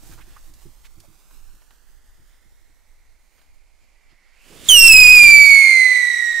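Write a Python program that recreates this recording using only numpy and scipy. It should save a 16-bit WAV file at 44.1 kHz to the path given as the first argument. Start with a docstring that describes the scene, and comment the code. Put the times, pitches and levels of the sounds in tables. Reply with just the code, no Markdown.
"""Whistling rocket in a field at night.

The fuse fizzes and spits while the camera backs away over the grass. The motor catches with a hiss,
then shrieks and climbs; the pitch falls as the tube burns hollow and the rocket recedes. The ground
mirrors the sound, distant trees scatter it back, and the shriek overloads the microphone."""
import sys
import numpy as np
from scipy import signal
from scipy.fft import rfft, irfft, next_fast_len
from scipy.io import wavfile
from scipy.ndimage import map_coordinates

SR = 44100
rng = np.random.default_rng(int(sys.argv[2]) if len(sys.argv) > 2 else 0)


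def inscribe(sig):
    """Save sig as 16-bit PCM at rate SR to the path in sys.argv[1].

    A 1-D sig is mono; a 2-D sig holds one channel per row.
    Samples are clipped to [-1, 1] before scaling.
    """
    pcm = np.round(np.clip(np.atleast_2d(sig).T, -1, 1) * 32767)
    wavfile.write(sys.argv[1], SR, pcm.astype(np.int16))


N = 282240
TIME = np.arange(N) / SR
IGNITION_S, LAUNCH_S, LIFT_OFF_S = 4.53, 4.688, 4.738
CAMERA_HEIGHT_M, STAND_HEIGHT_M = 1.5, 0.29
TOP_HZ = 15700


def amp(db):
    """Decibels to gain."""
    return 10 ** (np.asarray(db) / 20)


def unit(x):
    """Scale to rms 1."""
    return x / np.sqrt(np.mean(x ** 2) + 1e-20)


def along(points, hz):
    """Read (f/Hz, value) points on a log axis."""
    f, v = np.transpose(points)
    return np.interp(np.log(hz + 1), np.log(f + 1), v)


def curves(rows):
    """Per-sample curve for each column after t/s."""
    s, *cols = np.transpose(rows)
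    return [np.interp(TIME, s, c) for c in cols]


def wobble(knots_per_s):
    """Smooth random curve."""
    knots = rng.standard_normal(int(N * knots_per_s / SR) + 4)
    return map_coordinates(knots, [TIME * knots_per_s])


def spurt(peak_s, half_s):
    """Gaussian swell, peak 1."""
    return np.exp(-((TIME - peak_s) / half_s) ** 2)


def filtered(x, response):
    """Zero-phase filter with gain response(hz)."""
    size = next_fast_len(N + SR // 2)
    return irfft(rfft(x, size) * response(np.fft.rfftfreq(size, 1 / SR)), size)[..., :N]


def dulled(x, share, corner_hz):
    """Low-pass a share of x."""
    share = np.clip(share, 0, 1)
    return (1 - share) * x + share * filtered(x, lambda hz: 1 / (1 + (hz / corner_hz) ** 4))


def pair(apart, size=N):
    """White noise at two ports; apart is the uncorrelated share of the power."""
    common = np.sqrt(1 - apart) * rng.standard_normal(size)
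    return common + np.sqrt(apart) * rng.standard_normal((2, size))


def rush(colour, apart):
    """Coloured stereo noise, rms 1."""
    return unit(filtered(pair(apart), lambda hz: amp(along(colour, hz))))


def burst(start_s, centre_hz, octaves, envelope):
    """Short band of noise under an envelope."""
    size = len(envelope)
    hz = np.fft.rfftfreq(size, 1 / SR) + 1
    band = 1 / (1 + (np.log2(hz / centre_hz) / octaves) ** 2)
    sound = unit(irfft(rfft(pair(apart=0.12, size=size)) * band, size)) * envelope
    return np.pad(sound, ((0, 0), (round(start_s * SR), N)))[:, :N]


def positions():
    """The camera backs away, then stands; the rocket speeds up toward the balance of drag and thrust."""
    start_m, pace_m_per_s, stop_s = 1.2, 1.27, 3.7
    thrust_m_per_s2, top_speed_m_per_s = 36, 36.8
    away_m = start_m + pace_m_per_s * np.minimum(TIME, stop_s)
    run_up_s = top_speed_m_per_s / thrust_m_per_s2
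    flight_s = np.maximum(TIME - LIFT_OFF_S, 0)
    climb_m = top_speed_m_per_s * run_up_s * np.log(np.cosh(flight_s / run_up_s))
    return away_m, STAND_HEIGHT_M + climb_m


def distance_db():
    """Direct-path gain re 1 m."""
    away_m, height_m = positions()
    return -20 * np.log10(np.hypot(away_m, height_m - CAMERA_HEIGHT_M))


def grounded(x, mirror):
    """Add the ground reflection at gain mirror: a comb that slides with the geometry."""
    sound_m_per_s = 343
    away_m, height_m = positions()
    direct_m = np.hypot(away_m, height_m - CAMERA_HEIGHT_M)
    bounced_m = np.hypot(away_m, height_m + CAMERA_HEIGHT_M)
    lag_s = (bounced_m - direct_m) / sound_m_per_s
    echo = np.array([map_coordinates(side, [(TIME - lag_s) * SR], order=3) for side in x])
    return (x + mirror * echo) / np.sqrt(1 + mirror ** 2)


def trees(x, apart, build_s):
    """Diffuse echo from the field's edge; the treble dies first."""
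    # echo decay: f/Hz, t60/s
    decay_times = [(200, 2.2), (2000, 1.61), (4000, 1.45), (8000, 1.24), (15000, 0.76)]
    hz, t, spectra = signal.stft(pair(apart, size=2 * SR), SR, nperseg=256)
    envelope = amp(-60 * t / along(decay_times, hz)[:, None]) * (1 - np.exp(-t / build_s))
    tail = signal.istft(spectra * envelope, SR, nperseg=256)[1]
    return signal.fftconvolve(x[None], tail / np.linalg.norm(tail[0]), axes=1)[:, :N]


def night():
    """Still air over the field; a breeze on each port, stirred by the camera's first move."""
    # breeze spectrum: f/Hz, density/dB
    rumble = [(8.8, -7), (15, 7), (31, -1.5), (70, -14), (92, -29), (145, -37), (250, -40), (320, -55),
              (550, -120)]
    # still-air spectrum: f/Hz, density/dB
    still_air = [(60, -9), (177, -7), (900, 0.5), (1600, -13), (3000, -11.5), (7000, -9), (9000, -13),
                 (12000, -15), (15400, -30)]
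    stir_db, settle_s = 14, 1.33
    breeze_db = -54.5 + stir_db * np.exp(-TIME / settle_s) + 2.6 * wobble(5.4)
    return amp(breeze_db) * rush(rumble, apart=1.0) + amp(-69) * rush(still_air, apart=0.52)


def walking():
    """Soft steps backward: shoes brush the grass; steps and grip jolt the camera."""
    # grass scuffs: t/s, relative level/dB, centre/Hz, length/s, width/octaves
    scuffs = [(0.108, -42.5, 1430, 0.045, 0.52), (0.17, -40, 1070, 0.041, 0.82),
              (0.201, -40.5, 1890, 0.035, 0.59), (0.359, -36.5, 1180, 0.025, 0.45),
              (0.838, -39, 2230, 0.039, 1.15), (1.034, -43.5, 660, 0.032, 0.29),
              (3.375, -50, 1600, 0.027, 0.85)]
    # camera bumps: t/s, level/dB, t60/s
    bumps = [(.024, -42.5, 0.18), (.088, -44.5, 0.59), (0.27, -47, 0.13), (0.47, -49.5, 0.34),
             (0.653, -30.5, 0.098), (.969, -43.5, 0.17), (1.075, -46, 0.2), (1.532, -54, .13),
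             (1.967, -55, 0.08), (2.18, -52.5, 0.21), (2.449, -54, 0.11), (2.605, -58, .1),
             (2.694, -56, 0.12), (4.117, -49, 0.091)]
    # bump spectrum: f/Hz, density/dB
    bump_colour = [(30, -21), (90, 12), (170, 0.5), (260, -4.5), (330, 5), (430, -16), (600, -33),
                   (1500, -54)]
    attack_s = 0.0087
    t = TIME[:SR // 4]
    grass, jolts = np.zeros((2, N)), np.zeros(N)
    for start_s, db, hz, length_s, octaves in scuffs:
        arch = np.sin(np.pi * np.clip(t / length_s, 0, 1))
        grass += burst(start_s, hz, octaves, amp(db - 11.5) * arch)
    for start_s, db, t60_s in bumps:
        age_s = np.maximum(TIME - start_s, 0)
        jolts += amp(db - 60 * age_s / t60_s) * (1 - np.exp(-age_s / attack_s))
    return grass + jolts * rush(bump_colour, apart=0.54)


def burn_levels():
    """The fizz fades as the spark creeps toward the nozzle; the flame flares just before ignition."""
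    # fuse spurts: peak t/s, half length/s, fizz change/dB, flame change/dB
    spurts = [(0.106, 0.07, 6, 2), (0.315, 0.13, -1.5, 12.5), (0.46, .04, 4.5, -7),
              (.635, 0.042, 6.5, -5.5), (1.423, 0.39, 4.5, -1), (2.326, 0.079, 4.5, 5.5),
              (3.39, 0.069, 5, 4), (3.55, .025, 6, -1), (3.84, .03, 10, 0), (4.11, 0.022, 4.5, 8)]
    fade_db_per_s, flare_db, flare_s = 2, 18.5, 0.23
    fizz_db = -50 + distance_db() - fade_db_per_s * TIME
    flame_db = -72 + flare_db * np.exp(np.minimum(TIME - IGNITION_S, 0) / flare_s)
    for peak_s, half_s, more_fizz_db, more_flame_db in spurts:
        fizz_db += more_fizz_db * spurt(peak_s, half_s)
        flame_db += more_flame_db * spurt(peak_s, half_s)
    return fizz_db, flame_db


def flame_ring():
    """Half-pitched band of flame noise that rises and widens into a puff at ignition."""
    # band track: t/s, centre/Hz, level/dB
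    track = [(.9, 1200, -82), (2, 1852, -70.5), (3.7, 2290, -71.5), (4.32, 2030, -62), (4.5, 2990, -58),
             (4.63, 3400, -51), (4.68, 3650, -42)]
    # band widening: t/s, wide share/0-1
    widening = [(4.3, .1), (4.5, .85)]
    ring_hz, ring_db = curves(track)
    share, = curves(widening)
    phase = 2 * np.pi * np.cumsum(ring_hz) / SR
    narrow = wobble(470) * np.cos(phase) + wobble(580) * np.sin(phase)
    wide = wobble(1300) * np.cos(phase) + wobble(1300) * np.sin(phase)
    return amp(ring_db + 0.98 * wobble(18)) * (np.sqrt(1 - share) * narrow + np.sqrt(share) * wide)


def fuse():
    """Powder burns in a stream of tiny sparks over a breathy flame, with a few louder spits."""
    # fizz spectrum: f/Hz, density/dB
    fizz_colour = [(300, -2), (600, -3), (1200, -6), (3400, -8), (6000, -6), (8500, -5.5), (10500, -10),
                   (13000, -7), (15500, -11)]
    # flame spectrum: f/Hz, density/dB
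    flame_colour = [(300, -13), (900, -6), (1400, -0.5), (2200, -6), (3000, -6), (4000, -8), (6000, -11),
                    (12000, -45)]
    # ground reflection of the fizz, stronger at a flatter angle: t/s, gain/0-1
    grazing = [(.3, .12), (1.2, .55)]
    # fuse spits: t/s, relative level/dB, centre/Hz, t60/s
    spits = [(0.538, -39.5, 5440, 0.06), (1.002, -34, 5000, 0.034), (1.31, -42, 1140, .04),
             (1.619, -43.5, 980, 0.047), (1.707, -40, 1400, 0.053), (3.415, -45, 1000, .04)]
    spark_db, sputter_db, surge_db = 1.6, 1.2, 1.1
    fizz_db, flame_db = burn_levels()
    sparks = unit(amp(spark_db * wobble(630) + sputter_db * wobble(29.52) + surge_db * wobble(12)))
    in_nozzle = (TIME - 3.3) / 0.7
    fizz = amp(fizz_db) * sparks * dulled(rush(fizz_colour, apart=0.39), in_nozzle, corner_hz=7200)
    flame = amp(flame_db + 0.72 * wobble(25.2)) * rush(flame_colour, apart=0.2)
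    sound = grounded(fizz, mirror=curves(grazing)[0]) + grounded(flame, mirror=0.31)
    sound = (sound + flame_ring()) * (TIME < LAUNCH_S)
    t = TIME[:SR // 4]
    for start_s, db, hz, t60_s in spits:
        sound += burst(start_s, hz, octaves=1.1, envelope=amp(db - 10.5 - 60 * t / t60_s))
    return sound


def exhaust():
    """The motor catches with a soft whoosh; the jet hisses and crackles, smoother and duller from afar."""
    # build-up to full thrust: t/s, level/dB
    thrust = [(4.3, -60), (4.5, -36), (4.6, -35), (4.675, -21.5), (4.7, -7.5), (5.27, -6), (5.35, -7)]
    # jet spectrum: f/Hz, density/dB
    jet_colour = [(60, -27), (200, -9.5), (800, -4), (1600, -0.5), (2400, 0.5), (3200, -3), (5000, -1),
                  (6500, 1), (8500, 2.5), (11000, -3.5), (15500, -7)]
    # brief tears in the jet: peak t/s, half length/s, change/dB
    tears = [(4.864, 0.025, 3.5), (5.086, 0.009, -3), (5.182, 0.021, 2.5), (5.239, 0.0057, 7.5),
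             (5.285, 0.017, 2)]
    # crackle depth: t/s, share/0-1
    harshness = [(5.3, 0.7), (5.45, 0.34)]
    flicker_db = 2.5 * wobble(1200) + 0.78 * wobble(220) + 1.1 * wobble(45)
    crackle = amp(curves(harshness)[0] * flicker_db - 1)
    tear_db = sum(db * spurt(peak_s, half_s) for peak_s, half_s, db in tears)
    jet_db = curves(thrust)[0] + distance_db() + tear_db
    receded = (TIME - 5.3) / 0.54
    jet = amp(jet_db) * crackle * dulled(rush(jet_colour, apart=0.24), receded, corner_hz=7576)

    # whoosh spectrum: f/Hz, density/dB
    whoosh_colour = [(50, -2), (150, -1), (450, -2.5), (1000, -15), (4000, -46)]
    attack_s, fade_db_per_s = 0.13, 11
    age_s = TIME - IGNITION_S
    swell = np.clip(1 + age_s / attack_s, 0, 1) ** 2
    whoosh_db = -48.5 - fade_db_per_s * np.maximum(age_s, 0)
    whoosh = swell * amp(whoosh_db) * rush(whoosh_colour, apart=0.25)
    return grounded(jet + whoosh, mirror=0.17)


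def whistle():
    """Fuel burns in pulses at the tube's resonance: a steep wave, duller from behind and from afar."""
    # falling pitch: t/s, f/Hz
    glide = [(4.7, 3150), (4.742, 2954), (4.79, 2760), (4.865, 2705), (4.95, 2555), (5.054, 2477),
             (5.13, 2504), (5.22, 2400), (5.32, 2336), (5.594, 2191), (5.83, 2035), (6.1, 1938),
             (6.4, 1862)]
    # harmonics by direction: order, side/dB, behind/dB, scattered/dB
    harmonics = [(1, 2, -1, -2), (2, -4.5, -17.5, -14), (3, -9, -31, -17.5), (4, -17.5, -32.5, -15.5),
                 (5, -18, -37, -26.5), (6, -46, -42, -34), (7, -37, -41, -32)]
    # tube drive: t/s, level/dB
    drive = [(4.7, 10.5), (4.88, 14.5), (5.05, 14.5), (5.3, 17.5), (5.6, 17), (6.4, 13)]
    # ground reflection: t/s, gain/0-1
    reflection = [(4.8, 0.3), (4.9, 0.58), (5.05, 0.4), (5.2, 0.19)]
    # sound reaching the trees, strongest once the rocket is above them: t/s, level/dB
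    tree_feed = [(4.7, -21), (5.3, -14), (5.7, -18.5), (6.4, -27)]
    bright_db_per_octave, dulling_per_octave, astern_m = 8.5, 0.37, 3.3
    sawtooth_lean_rad, right_shift_rad, pan_db = 0.22, 0.85, 1.19

    age_s = np.maximum(TIME - LAUNCH_S, 0)
    sharp_start = 1 + 0.15 * np.exp(-age_s / 0.004)  # the tube is still very short
    burn_jitter = 1 + 0.0025 * wobble(120) + 0.0046 * wobble(1100)
    pitch_hz = curves(glide)[0] * sharp_start * burn_jitter
    phase = 2 * np.pi * np.cumsum(pitch_hz) / SR
    onset = np.clip((TIME - LAUNCH_S) / 0.0053 + 0.5, 0, 1)
    burn = onset * amp(1.01 * wobble(300))
    climb_m = positions()[1] - STAND_HEIGHT_M
    astern = 1 - np.exp(-climb_m / astern_m)
    far_db = distance_db()
    tilt_db_per_octave = bright_db_per_octave + dulling_per_octave * far_db

    direct, spread = np.zeros((2, N)), np.zeros(N)
    for order, (_, side_db, behind_db, scattered_db) in enumerate(harmonics, start=1):
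        in_band = np.clip((TOP_HZ - order * pitch_hz) / 1000 + 1, 0, 1)
        shift_rad = np.array([[0], [right_shift_rad]]) * (order > 1)
        partial = np.cos(order * phase + (order - 1) * sawtooth_lean_rad + shift_rad) * in_band
        aspect_db = side_db + astern * (behind_db - side_db)
        tilt_db = (tilt_db_per_octave + 1.17 * wobble(60)) * np.log2(order)
        direct += amp(aspect_db + tilt_db) * partial
        spread += amp(scattered_db) * partial[0]
    near = grounded(direct * burn * amp(curves(drive)[0] + far_db), mirror=curves(reflection)[0])
    scattered = trees(spread * burn * amp(curves(tree_feed)[0]), apart=0.74, build_s=0.036)
    return (near + scattered) * amp([[-pan_db], [pan_db]])


def scene():
    """All sources at the two microphone ports, stronger on the right."""
    # port sensitivity, rows left and right: gain/dB
    ports_db = [
        [-4.1],
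        [2.3],
    ]
    return (fuse() + walking() + whistle() + exhaust() + night()) * amp(ports_db)


def record(dry):
    """The lopsided shriek clips at full scale, which also makes a low flutter; then the band limit."""
    fade_hz = 300
    oversampled = signal.resample_poly(dry, 2, 1, axis=1)
    clipped = signal.resample_poly(np.clip(oversampled, -1, 1), 1, 2, axis=1)
    return filtered(clipped, lambda hz: np.sin(np.pi / 2 * np.clip((TOP_HZ - hz) / fade_hz + .5, 0, 1)) ** 2)


dry = scene()
out = record(dry)
inscribe(out)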